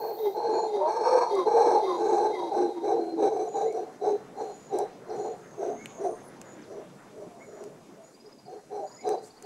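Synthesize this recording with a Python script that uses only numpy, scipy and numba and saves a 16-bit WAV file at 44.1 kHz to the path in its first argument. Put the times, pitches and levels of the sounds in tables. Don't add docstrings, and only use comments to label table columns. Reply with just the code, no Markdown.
import sys
import numpy as np
from scipy import signal
from scipy.fft import rfft, irfft, next_fast_len
from scipy.io import wavfile
from scipy.ndimage import uniform_filter1d
from numba import njit

SR = 44100
rng = np.random.default_rng(int(sys.argv[2]) if len(sys.argv) > 2 else 0)


def wav_out(sig):
    wavfile.write(sys.argv[1], SR, np.round(np.clip(np.atleast_2d(sig).T, -1, 1) * 32767).astype(np.int16))


N = 416744
T = np.arange(N) / SR
SIDE = np.array([[1], [-1]])


def undb(db):
    return 10 ** (np.asarray(db) / 20)


def curves(table):
    times, *columns = np.transpose(table)
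    return [np.interp(T, times, column) for column in columns]


def unit(x):
    return x / np.sqrt(np.mean(x ** 2) + 1e-18)


def steady(x, span_s):
    size = max(int(span_s * SR), 2)
    power = uniform_filter1d(uniform_filter1d(x ** 2, size), size)
    return x / np.sqrt(np.abs(power) + 1e-14)


def walk(rate_hz):
    points = rng.standard_normal(8192)
    line = np.interp(T * rate_hz, np.arange(len(points)), points)
    return unit(uniform_filter1d(line, max(int(SR / rate_hz / 2), 1)))


def gate(start, end, attack_s, release_s):
    ramp = np.minimum((T - start) / attack_s, (end - T) / release_s) + .5
    return np.sin(np.pi / 2 * np.clip(ramp, 0, 1)) ** 2


def swell(start, end):
    at = np.arange(max(int(start * SR), 0), min(int(end * SR), N))
    return at, np.abs(np.sin(np.pi * (T[at] - start) / (end - start))) ** .7


@njit
def bandpass(x, hz, width_hz):
    y, band_state, low_state = np.empty(len(x)), 0., 0.
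    for i in range(len(x)):
        g = np.tan(np.pi * min(hz[i], .45 * SR) / SR)
        damping = width_hz / hz[i]
        band = (band_state + g * (x[i] - low_state)) / (1 + g * (g + damping))
        band_state = 2 * band - band_state
        low_state += 2 * g * band
        y[i] = damping * band
    return y


def ring(x, hz, width_hz):
    hz, width_hz = hz * np.ones(len(x)), float(width_hz)
    return unit(bandpass(bandpass(x, hz, width_hz), hz, width_hz))


def hisses(events, flicker_db=0, flicker_hz=81):
    out = np.zeros(N)
    noise = rng.standard_normal(N) * undb(flicker_db * walk(flicker_hz))
    for start, end, hz, width_hz, db in events:
        at, shape = swell(start, end)
        out[at] += undb(db) * shape * ring(noise[at], hz, width_hz)
    return out


def tone(hz, waver):
    return np.sqrt(2) * np.sin(2 * np.pi * np.cumsum(hz * (1 + waver)) / SR)


def glides(calls, jitter=.012, hoarse=.7, width_hz=160):
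    out, waver, air = np.zeros(N), jitter * walk(150), rng.standard_normal(N)
    for start, end, *pitches, db in calls:
        at, shape = swell(start, end)
        hz = np.interp(T[at], np.linspace(start, end, len(pitches)), pitches)
        out[at] += undb(db) * shape * unit(tone(hz, waver[at]) + hoarse * ring(air[at], hz, width_hz))
    return out


def vocal_folds(rate_hz=150, jitter=.55, scatter_db=2, air=.83):
    cycles = np.cumsum(rate_hz * np.exp(jitter * walk(170))) / SR
    slaps = np.diff(np.floor(cycles), prepend=0) * undb(scatter_db * walk(200))
    rush = unit(np.exp(-(cycles % 1) / 1.9) * rng.standard_normal(N))
    return unit(slaps) + air * rush, rush


# (centre [Hz], width [Hz])
TRACT_NULLS = [(2980, 900), (5020, 400), (7250, 750)]


def hollow(x, round_trip_s=.00187, reflection=.55, drift=.025):
    lag_s = round_trip_s * (1 + drift * walk(1.99))
    x = (x + reflection * np.interp(T - lag_s, T, x)) / np.hypot(1, reflection)
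    for hz, width_hz in TRACT_NULLS:
        x = x - bandpass(x, np.full(N, float(hz)), float(width_hz))
    return x


# (centre [Hz], width [Hz], gain [dB], extra at full gape [dB])
TRACT_MODES = [(1210, 205, -32, 18.5), (1561, 99, -33, 9), (2330, 260, -37.5, 10), (4140, 1100, -37.5, 6.5),
               (5540, 300, -38.5, 14), (6085, 550, -27.5, -5), (8100, 1400, -37, 2),
               (11000, 3300, -46, -3.5)]


def upper_tract(rush, mouth_hz, gape, drift=.015):
    tuning = (mouth_hz / 820) ** .12
    rasp = sum(undb(db + extra_db * gape) * ring(rush, hz * tuning * (1 + drift * walk(9)), width_hz)
               for hz, width_hz, db, extra_db in TRACT_MODES)
    return hollow(rasp)


def throat_sac(pulses, gape, shut_hz=405.6, rise_hz=86.8):
    hz = (shut_hz + rise_hz * gape) * (1 + .025 * walk(28))
    return steady(ring(pulses, hz, 52) + undb(-9.5) * ring(pulses, 369.7, 40), span_s=.0095)


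def mouth_cavity(pulses, rush, hz):
    waver = 1 + .025 * walk(28)
    cavity = ring(pulses, hz * waver, 80) + undb(-4.5) * ring(rush, .781 * hz, 164)
    return steady(bandpass(cavity, hz, 380.), span_s=.02)


# (start [s], end [s], level [dB], mouth resonance [Hz])
PUSHES = [(-.05, 0.18, -36, 841), (0.347, 0.71, -31, 834.5), (0.864, 1.035, -31.5, 872),
          (0.985, 1.322, -30.5, 910.5), (1.461, 1.835, -26.5, 847.5), (1.972, 2.334, -25.5, 814),
          (2.396, 2.494, -39.5, 754), (2.513, 2.698, -27.5, 806), (2.828, 2.992, -27.5, 780),
          (2.966, 3.146, -37, 720), (3.186, 3.329, -26, 775), (3.315, 3.517, -32, 736),
          (3.545, 3.689, -28.5, 781), (3.706, 3.874, -34.5, 727), (4.015, 4.17, -29.5, 751),
          (4.367, 4.512, -34, 772), (4.715, 4.867, -29.5, 755), (5.081, 5.336, -35, 747),
          (5.585, 5.739, -29.5, 691), (5.998, 6.128, -29.5, 659), (6.69, 6.85, -40, 607),
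          (7.166, 7.278, -42.5, 607), (7.48, 7.72, -44, 616), (8.478, 8.583, -41.5, 768),
          (8.719, 8.832, -33.5, 740), (9.043, 9.181, -29.5, 779), (9.438, 9.54, -40, 757)]
FULL_PUSH_DB, MOUTH_SHUT_HZ, MOUTH_WIDE_HZ = -28.5, 637, 936


def breath(attack_s=.056, release_s=.198, arch_db=4):
    drive, jaw = np.zeros((2, N))
    for start, end, db, _ in PUSHES:
        sag = np.minimum((2 * (T - start) / (end - start) - 1) ** 2, 2)
        slack = 1 + max(FULL_PUSH_DB - db, 0) / 22
        push = gate(start, end, attack_s * slack, release_s * np.sqrt(slack)) * undb(-arch_db * sag)
        drive += undb(db) * push
        jaw = np.maximum(jaw, push)
    return drive, jaw


def roars(flutter_db=3.5, hop_db=3, jaw_sag=.01, nasal_dip=.115):
    effort_db, mouth_hz = curves([(s, db, hz) for start, end, db, hz in PUSHES for s in (start, end)])
    gape = ((mouth_hz - MOUTH_SHUT_HZ) / (MOUTH_WIDE_HZ - MOUTH_SHUT_HZ)) ** 2
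    drive, jaw = breath()
    mouth_gain = drive * undb(-4 + 11 * gape)
    mouth_hz = mouth_hz * (1 - jaw_sag * (1 - jaw))
    pulses, rush = vocal_folds()
    sac = drive * throat_sac(pulses, gape)
    mouth = mouth_gain * mouth_cavity(pulses, rush, mouth_hz)
    chest = undb(-31.5) * drive * ring(pulses, 160, 130)
    through_nose = sum(gate(start, end, .14, .028) for start, end, *_ in NOSE_WHINES)
    rasp = jaw * upper_tract(rush, mouth_hz, gape) * undb(-8 * through_nose)
    strain = np.minimum(undb(effort_db - FULL_PUSH_DB), 1) * (1 - gape)
    nasal_hz = 4380 * (1 - nasal_dip * strain)
    nasal = undb(-34.5) * np.tanh(gape / .29) * ring(rush, nasal_hz, 220)
    hoarse = mouth_gain ** .87 * rasp + mouth_gain ** .61 * nasal
    flutter = undb(flutter_db * np.tanh(walk(60)))
    hop = undb(hop_db * np.tanh(walk(40)))
    return flutter * (sac * hop + mouth / hop) + chest + flutter ** .7 * hoarse


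# (start [s], end [s], centre [Hz], level [dB])
NOSE_WHINES = [(-.05, 0.183, 4360, -55.5), (0.37, 0.713, 4290, -51), (2.96, 3.18, 4140, -58)]
# (frequency ratio [1], relative level [dB])
NOSE_LOW_MODES = [(0.364, -4.5), (0.562, -15)]


def whines(width_hz=150):
    bands = [(start, end, hz * ratio, width_hz, db + mode_db)
             for start, end, hz, db in NOSE_WHINES for ratio, mode_db in [(1, 0)] + NOSE_LOW_MODES]
    return hisses(bands, flicker_db=3, flicker_hz=58.8)


# (time [s], level before make-up gain [dB])
BREEZE_LEVELS = [(0, -66), (3.2, -65), (4.2, -60.5), (6.06, -57.5), (7.9, -62), (8.1, -66.5), (9.45, -63)]
# (frequency [Hz], relative density [dB])
FOLIAGE_SPECTRUM = [(25, -9.5), (60, -22), (140, 1.5), (250, 3.5), (500, 1), (900, -5.5), (1900, -14.5),
                    (3200, -22), (6500, -20), (10500, -27.5), (15500, -39)]


def breeze(makeup_db=10, side_db=-22, far_steadiness=.95):
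    hz, db = np.transpose(FOLIAGE_SPECTRUM)
    bin_hz = np.fft.rfftfreq(N, 1 / SR) + 1
    colour = undb(np.interp(np.log(bin_hz), np.log(hz), db))
    mid, side = (unit(irfft(rfft(rng.standard_normal(N)) * colour, N)) for _ in range(2))
    spectrum = rfft(mid)
    edges_hz = np.geomspace(20, SR / 2, num=13)
    breeze_db, = curves(BREEZE_LEVELS)
    gust_db = breeze_db - breeze_db.mean()
    leaves = np.zeros(N)
    for low_hz, high_hz in zip(edges_hz, edges_hz[1:]):
        far = np.interp(low_hz, (1200, 4000), (0, 1))
        flicker_db = np.interp(far, (0, 1), (2.4, 1)) * walk(22)
        band = irfft(spectrum * (bin_hz >= low_hz) * (bin_hz < high_hz), N)
        leaves += band * undb(flicker_db - far * far_steadiness * gust_db)
    return undb(breeze_db + makeup_db) * (leaves + undb(side_db) * side * SIDE)


# (start [s], end [s], centre [Hz], width [Hz], level [dB])
INSECT_SHRILLS = [(-.15, 0.378, 14400, 2660, -52.5), (5.366, 6.305, 6450, 220, -61),
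                  (5.994, 6.2, 9060, 400, -63), (6.227, 6.31, 10300, 2200, -60.5)]
# (start [s], end [s], level [dB])
INSECT_BUZZES = [(0.495, 0.702, -54.5), (1.915, 2.218, -59), (3.464, 3.715, -53.5), (4.365, 4.762, -60),
                 (5.144, 5.35, -57.5), (5.763, 6.03, -60), (6.44, 6.57, -59.5), (7.363, 7.706, -64.5),
                 (8.024, 8.1, -62), (8.814, 9.068, -57.5)]


def insects(buzz_hz=6850, buzz_width_hz=180):
    buzzes = [(start, end, buzz_hz, buzz_width_hz, db) for start, end, db in INSECT_BUZZES]
    return hisses(INSECT_SHRILLS + buzzes, flicker_db=1.5)


# (centre [Hz], width [Hz], gain [dB])
INHALE_MODES = [(3420, 280, -21), (3870, 480, -15), (4550, 700, -21), (5900, 1300, -24), (8500, 5000, -30)]
# (start [s], end [s], low tone [dB], high tone [dB], high tone's first pitch [Hz])
INHALES = [(0.187, 0.328, -25.5, -38, 880), (0.674, 0.858, -28, -38, 857), (1.3, 1.447, -25.5, -32.5, 1150),
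           (1.804, 1.982, -27.5, -31.5, 1115), (2.298, 2.513, -33, -36, 1019),
           (2.691, 2.853, -34.5, -45, 996)]


def whoops(low_hz=461, tiring_hz_per_s=30, lag_s=.055, overlap_s=.03):
    out, air = np.zeros(N), rng.standard_normal(N)
    waver = .01 * walk(160)
    shimmer = undb(3 * np.tanh(walk(60)))
    upper = hollow(sum(undb(db) * ring(air, hz, width_hz) for hz, width_hz, db in INHALE_MODES))
    rasp = upper + undb(-4) * ring(air, 762, 130) + undb(-7.5) * ring(air, 534, 73)
    whistle = undb(-21.5) * ring(air, 2072, 91)
    for start, end, low_db, high_db, high_hz in INHALES:
        low = (start, low_hz - tiring_hz_per_s * start, .83, .42, low_db)
        high = (start + lag_s, high_hz, .86, .7, high_db)
        for onset, top_hz, fall_ratio, hoarse, db in (low, high):
            at, shape = swell(onset, end)
            hz = top_hz * np.interp(T[at], (onset, end), (1, fall_ratio))
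            voice = steady(tone(hz, waver[at]) + hoarse * ring(air[at], hz, 85), span_s=.034)
            out[at] += undb(db) * shape * voice
        at, shape = swell(start - overlap_s, end + overlap_s)
        out[at] += undb(high_db) * shape * (rasp[at] + shape * whistle[at])
    return out * shimmer


# (start [s], end [s], first pitch [Hz], last pitch [Hz], level [dB])
THROAT_TONES = [(.77, .92, 552.6, 684, -27.5), (.8, .9, 928, 966, -27.5), (1.04, 1.24, 511.6, 501, -23),
                (1.46, 1.495, 445, 438, -19), (1.5, 1.73, 459.5, 481.5, -22.5),
                (1.75, 1.785, 830, 790, -19.5), (1.98, 2.32, 348, 360, -30.5),
                (2.325, 2.385, 2144, 1978, -46.5), (2.56, 2.69, 363, 349.6, -23),
                (2.82, 3.3, 345, 325.6, -32.5), (2.89, 3.01, 449.3, 458.5, -27),
                (3.61, 3.73, 452.8, 440, -26.5), (4.015, 4.17, 420, 398, -26.5),
                (5.28, 5.345, 470, 445, -32.5), (7.21, 7.45, 730, 655, -53), (7.97, 8.08, 680, 632, -54),
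                (8.24, 8.3, 440, 418, -48), (8.76, 8.88, 797, 775, -38), (8.79, 8.88, 651, 590, -38),
                (8.85, 8.98, 1010, 944, -58.5)]


def throat_tones(shimmer_db=3):
    tones = glides(THROAT_TONES, jitter=.016, hoarse=.42, width_hz=120)
    return tones * undb(shimmer_db * np.tanh(walk(45)))


# (time [s], crack peak [dB], body relative to crack [dB])
TWIG_SNAPS = [(1.3533, -35, -12), (3.7255, -41, -16), (4.7875, -25.5, -17), (5.858, -30, 6.5),
              (6.415, -31.5, -5), (7.639, -40, -5), (9.0907, -28.5, -6), (9.425, -35, -11)]


def twigs(crack_decay_s=.0009, tail_decay_s=.009, tail_db=-21):
    out = np.zeros(N)
    for start, db, body_db in TWIG_SNAPS:
        at, _ = swell(start, start + .064)
        age = T[at] - T[at[0]]
        decay = np.exp(-age / crack_decay_s) + undb(tail_db) * np.exp(-age / tail_decay_s)
        burst = rng.standard_normal(len(at)) * decay
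        crack = ring(burst, 6400, 6000)
        body = undb(body_db) * ring(burst, 1980, 1900)
        out[at] += undb(db) * (crack + body) / np.abs(crack).max()
    return out


# (start [s], length [s], level [dB])
BIRD_WHISTLES = [(3.654, 0.1, -56.5), (5.755, 0.12, -54), (7.394, 0.068, -56), (8.97, 0.088, -58)]


def whistling_bird(pitches_hz=(1980, 2210, 2230)):
    return glides([(start, start + length_s, *pitches_hz, db) for start, length_s, db in BIRD_WHISTLES])


# (start [s], level [dB])
BIRD_CHIPS = [(5.085, -59), (6.614, -60)]


def chipping_bird(length_s=.036, pitches_hz=(7250, 5200, 3700)):
    return glides([(start, start + length_s, *pitches_hz, db) for start, db in BIRD_CHIPS])


# (start [s], notes [count], first interval [s], top level [dB])
BIRD_RUNS = [(8.138, 6, .057, -59), (8.866, 11, 0.044, -55.5)]


def twittering_bird(note_s=.0245, slowing_s=.0028, arch_hz=480, arch_db=4):
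    notes = []
    for start, count, interval_s, db in BIRD_RUNS:
        for k in range(count):
            onset = start + k * interval_s + slowing_s * k * (k - 1) / 2
            arch = np.exp(-((k - 2.4) / 3.06) ** 2)
            pitches_hz = np.array([4150, 4550, 4650]) + arch_hz * arch
            notes.append((onset, onset + note_s, *pitches_hz, db + arch_db * (arch - 1)))
    return glides(notes, jitter=.01, hoarse=.8, width_hz=500)


# (start [s], end [s], level [dB])
LEAF_SWISHES = [(9.22, 9.3, -57)]


def leaf_swish(hz=7450, width_hz=5400):
    return hisses([(start, end, hz, width_hz, db) for start, end, db in LEAF_SWISHES])


def canopy_echo(x, t60_s=.55, build_s=.0056, side_db=-5, spread_hz=1800):
    age = T[:SR]
    responses = rng.standard_normal((2, SR)) * undb(-60 * age / t60_s) * (1 - np.exp(-age / build_s))
    mid, side = (signal.fftconvolve(x, h / np.linalg.norm(h))[:N] for h in responses)
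    side = signal.sosfilt(signal.butter(2, spread_hz, "high", fs=SR, output="sos"), side)
    return mid + undb(side_db) * side * SIDE


def scene():
    monkeys = throat_tones() + whines() + roars() + whoops()
    small_life = insects() + whistling_bird() + chipping_bird() + twittering_bird() + leaf_swish()
    ahead = monkeys + twigs()
    echo = undb(-16.5) * canopy_echo(ahead) + undb(-9) * canopy_echo(small_life)
    return ahead + small_life + echo + breeze()


def record(dry, ports_hz=1100, ports_db=-20, top_hz=15700):
    highpass = signal.butter(2, ports_hz, "high", fs=SR, output="sos")
    treble = signal.sosfiltfilt(highpass, dry.mean(axis=0))
    quadrature = np.imag(signal.hilbert(treble, next_fast_len(N)))[:N]
    heard = dry + undb(ports_db) * quadrature * SIDE
    return signal.sosfilt(signal.ellip(10, .2, 80, top_hz, fs=SR, output="sos"), heard)


dry = scene()
out = record(dry)
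wav_out(out)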